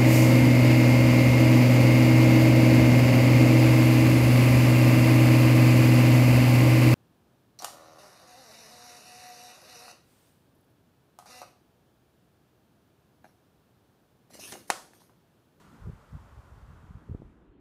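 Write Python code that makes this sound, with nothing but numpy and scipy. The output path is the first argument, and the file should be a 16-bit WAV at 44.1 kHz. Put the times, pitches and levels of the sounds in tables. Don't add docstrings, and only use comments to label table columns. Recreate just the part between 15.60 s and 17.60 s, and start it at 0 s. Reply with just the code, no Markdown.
import sys
import numpy as np
from scipy import signal
from scipy.fft import rfft, irfft, next_fast_len
from scipy.io import wavfile
from scipy.ndimage import uniform_filter1d, map_coordinates

SR = 44100
rng = np.random.default_rng(int(sys.argv[2]) if len(sys.argv) > 2 else 0)


def persist_wave(psi):
    counts = np.round(np.clip(psi, -1, 1) * 32767).astype(np.int16)
    wavfile.write(sys.argv[1], SR, np.atleast_2d(counts).T)


N = 88200


def amp(db):
    return 10 ** (np.asarray(db) / 20)


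def unit(x):
    return x / np.sqrt(np.mean(x ** 2) + 1e-20)


def curve(rows):
    return np.interp(np.arange(N) / SR, *np.transpose(rows))


def wobble(rate_hz):
    return map_coordinates(rng.standard_normal(512), [np.arange(N) * rate_hz / SR], mode="mirror")


def filtered(x, response):
    size = next_fast_len(N + 8192)
    return irfft(rfft(x, size) * response(np.fft.rfftfreq(size, 1 / SR)), size)[:N]


def noise(colour, patchy_db):
    white = signal.stft(rng.standard_normal(N), nperseg=512)[2]
    patches = uniform_filter1d(rng.standard_normal(white.shape), 6, axis=0)
    patches = uniform_filter1d(patches, 12, axis=1)
    patchy = signal.istft(white * amp(patchy_db * unit(patches)), nperseg=512)[1][:N]
    hz, db = np.transpose(colour)
    return unit(filtered(patchy, lambda f: amp(np.interp(np.log(f + 1), np.log(hz), db))))


def steadied(x, window):
    return x / np.sqrt(np.abs(uniform_filter1d(x ** 2, size=window)) + .05)


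def swells(rows):
    t = np.arange(N) / SR
    power = sum(amp(db) ** 2 * np.exp(-((t - crest) / half) ** 2) for crest, half, db in rows)
    return np.sqrt(power)


def outdoor_air():
    # frequency_hz, relative_density_db
    colour = [(20, 7.5), (60, -3), (120, 2.5), (300, -6), (600, -8), (1200, -20.5), (2000, -20.5),
              (3600, -27), (4300, -40.5), (15000, -100)]
    return amp(-64) * noise(colour, patchy_db=2.5)


def distant_drone():
    # time_s, low_level_db, high_level_db
    levels = [(0, -62, -68), (.15, -55, -74), (.45, -66.5, -75.5), (.8, -67.5, -70.5), (1.2, -66.5, -69.5),
              (1.46, -59.5, -65.5), (1.7, -64.5, -63), (2, -66.5, -60.5)]
    # frequency_hz, relative_density_db
    low_colour = [(60, -27.5), (120, -4), (175, 3.5), (240, -3.5), (330, -11.5), (420, -16.5), (560, -17.5),
                  (1000, -44), (3000, -120)]
    # frequency_hz, relative_density_db
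    high_colour = [(100, -21.5), (190, -4.5), (250, -1.5), (310, 2.5), (420, -4.5), (520, -18), (1000, -59),
                   (3000, -120)]
    time_s, low_db, high_db = np.transpose(levels)
    low = amp(curve(np.c_[time_s, low_db])) * steadied(noise(low_colour, patchy_db=2.5), window=3000)
    high = amp(curve(np.c_[time_s, high_db])) * steadied(noise(high_colour, patchy_db=3), window=3000)
    return low + high


def breeze():
    # time_s, level_db
    levels = [(0, -72), (.16, -64), (.23, -46.5), (.36, -55), (.48, -64), (.6, -56), (.7, -57.5),
              (.92, -55.5), (1.06, -53.5), (1.3, -52.5), (1.42, -62.5), (1.65, -50.5), (1.73, -61),
              (2, -67)]
    # frequency_hz, relative_density_db
    colour = [(15, -9), (32, -3.5), (55, 3), (85, 0), (135, -10), (200, -22), (500, -55.5), (2000, -120)]
    flutter_db = 2 * wobble(rate_hz=30.14)
    return amp(curve(levels) + flutter_db) * steadied(noise(colour, patchy_db=1.5), window=1800)


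def gusts():
    # crest_s, half_length_s, level_db
    bursts = [(.283, 0.0071, -35), (.537, 0.012, -40.5), (.567, 0.0043, -35.5), (.612, 0.016, -50),
              (.657, 0.0089, -52.5), (1.115, 0.016, -49.5), (1.24, 0.011, -49.5), (1.298, 0.0061, -50.5),
              (1.638, 0.0076, -46.5)]
    # frequency_hz, relative_density_db
    colour = [(15, -18.5), (55, -4), (90, 0), (140, -5.5), (200, -11), (280, -23.5), (500, -54),
              (2500, -120)]
    return swells(bursts) * steadied(noise(colour, patchy_db=0), window=1400)


def rasps():
    # crest_s, half_length_s, level_db
    puffs = [(.27, .009, -51), (.293, 0.0058, -48), (1.493, 0.0038, -50), (1.519, 0.0056, -52.5),
             (1.548, 0.0091, -51)]
    # frequency_hz, relative_density_db
    colour = [(150, -16), (290, -10.5), (410, 3.5), (490, -5.5), (620, -20), (1000, -31), (3500, -120)]
    return swells(puffs) * steadied(noise(colour, patchy_db=0), window=500)


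def eddies():
    # centre_s, half_width_s, core_level_db
    vortices = [(0.227, 0.0035, -39.5), (0.2564, 0.0038, -34.5), (.276, 0.0022, -29),
                (0.2999, 0.002, -28.5), (0.335, 0.0022, -37.5), (.554, 0.0024, -30), (.731, 0.0038, -50),
                (.78, 0.0027, -40), (0.7971, 0.003, -39.5), (0.925, 0.0033, -40.5), (0.981, 0.0029, -41),
                (1.038, 0.0049, -44.5), (1.172, 0.0032, -43.5), (1.3106, 0.0018, -37),
                (1.3556, 0.0024, -35.5), (1.3737, .0021, -40), (1.5005, 0.003, -39.5),
                (1.5162, 0.0022, -28), (1.5269, 0.003, -33), (1.5514, 0.0039, -35), (1.657, .005, -41.5),
                (1.902, 0.0054, -49)]
    lean = .5
    t, pressure = np.arange(N) / SR, np.zeros(N)
    for centre_s, half_width_s, core_db in vortices:
        u = (t - centre_s) / half_width_s
        pressure += amp(core_db) * (u ** 2 - 1 - lean * u) * np.exp(-u ** 2 / 2)
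    return pressure


def pops():
    # centre_s, half_width_s, peak_db
    pulses = [(1.4979, 0.00093, -34), (1.5491, 0.00074, -29.5), (1.6013, 0.0011, -39),
              (1.6208, 0.00049, -36.5), (1.63, .0009, -43)]
    tail_decay = 1.4
    t, pressure = np.arange(N) / SR, np.zeros(N)
    for centre_s, half_width_s, peak_db in pulses:
        u = (t - centre_s) / half_width_s
        swing = -u * np.exp(-tail_decay * np.hypot(u, 1))
        pressure += amp(peak_db) * swing / np.abs(swing).max()
    return pressure


def vapor_rush():
    # time_s, relative_level_db
    levels = [(0, -62.5), (.5, -62), (1, -62.5), (1.3, -63), (1.45, -66), (1.6, -70), (1.76, -70), (2, -79)]
    # frequency_hz, relative_density_db
    colour = [(200, -20), (450, -3), (740, -2), (950, 0.94), (1400, -0.8), (1620, -6.5), (1950, -11.5),
              (2800, -23), (5000, -46), (12000, -120)]
    gain_db = 0.78
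    return amp(curve(levels) + gain_db) * noise(colour, patchy_db=1.07)


def vapor_hiss():
    # time_s, level_db
    levels = [(0, -65), (.06, -68.5), (.35, -71.5), (.55, -71), (1.15, -73), (1.45, -77), (1.7, -81.5),
              (1.85, -86.5), (2, -97)]
    # frequency_hz, relative_density_db
    colour = [(700, 2.5), (2000, 2), (3200, 3.5), (4200, 1), (5500, -1), (7300, -1.5), (9500, -5),
              (15000, -8.5)]
    # time_s, dulled_fraction
    thinning = [(1, 0), (1.9, 0.2)]
    corner_hz = 9000
    fresh = noise(colour, patchy_db=.4)
    dull = filtered(fresh, lambda hz: 1 / np.hypot(1, (hz / corner_hz) ** 2))
    return amp(curve(levels)) * (fresh + curve(thinning) * (dull - fresh))


def scene():
    vapor = vapor_rush() + vapor_hiss()
    wind = breeze() + gusts() + rasps() + eddies() + pops()
    return (vapor + wind + outdoor_air() + distant_drone())[None]


def record(dry):
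    low_cut_hz, cutoff_hz = 40, 15350
    high_pass = lambda hz: hz ** 3 / np.hypot(hz ** 3, low_cut_hz ** 3)
    return np.array([filtered(x, lambda hz: high_pass(hz) * (hz < cutoff_hz)) for x in dry])


dry = scene()
out = record(dry)
persist_wave(out)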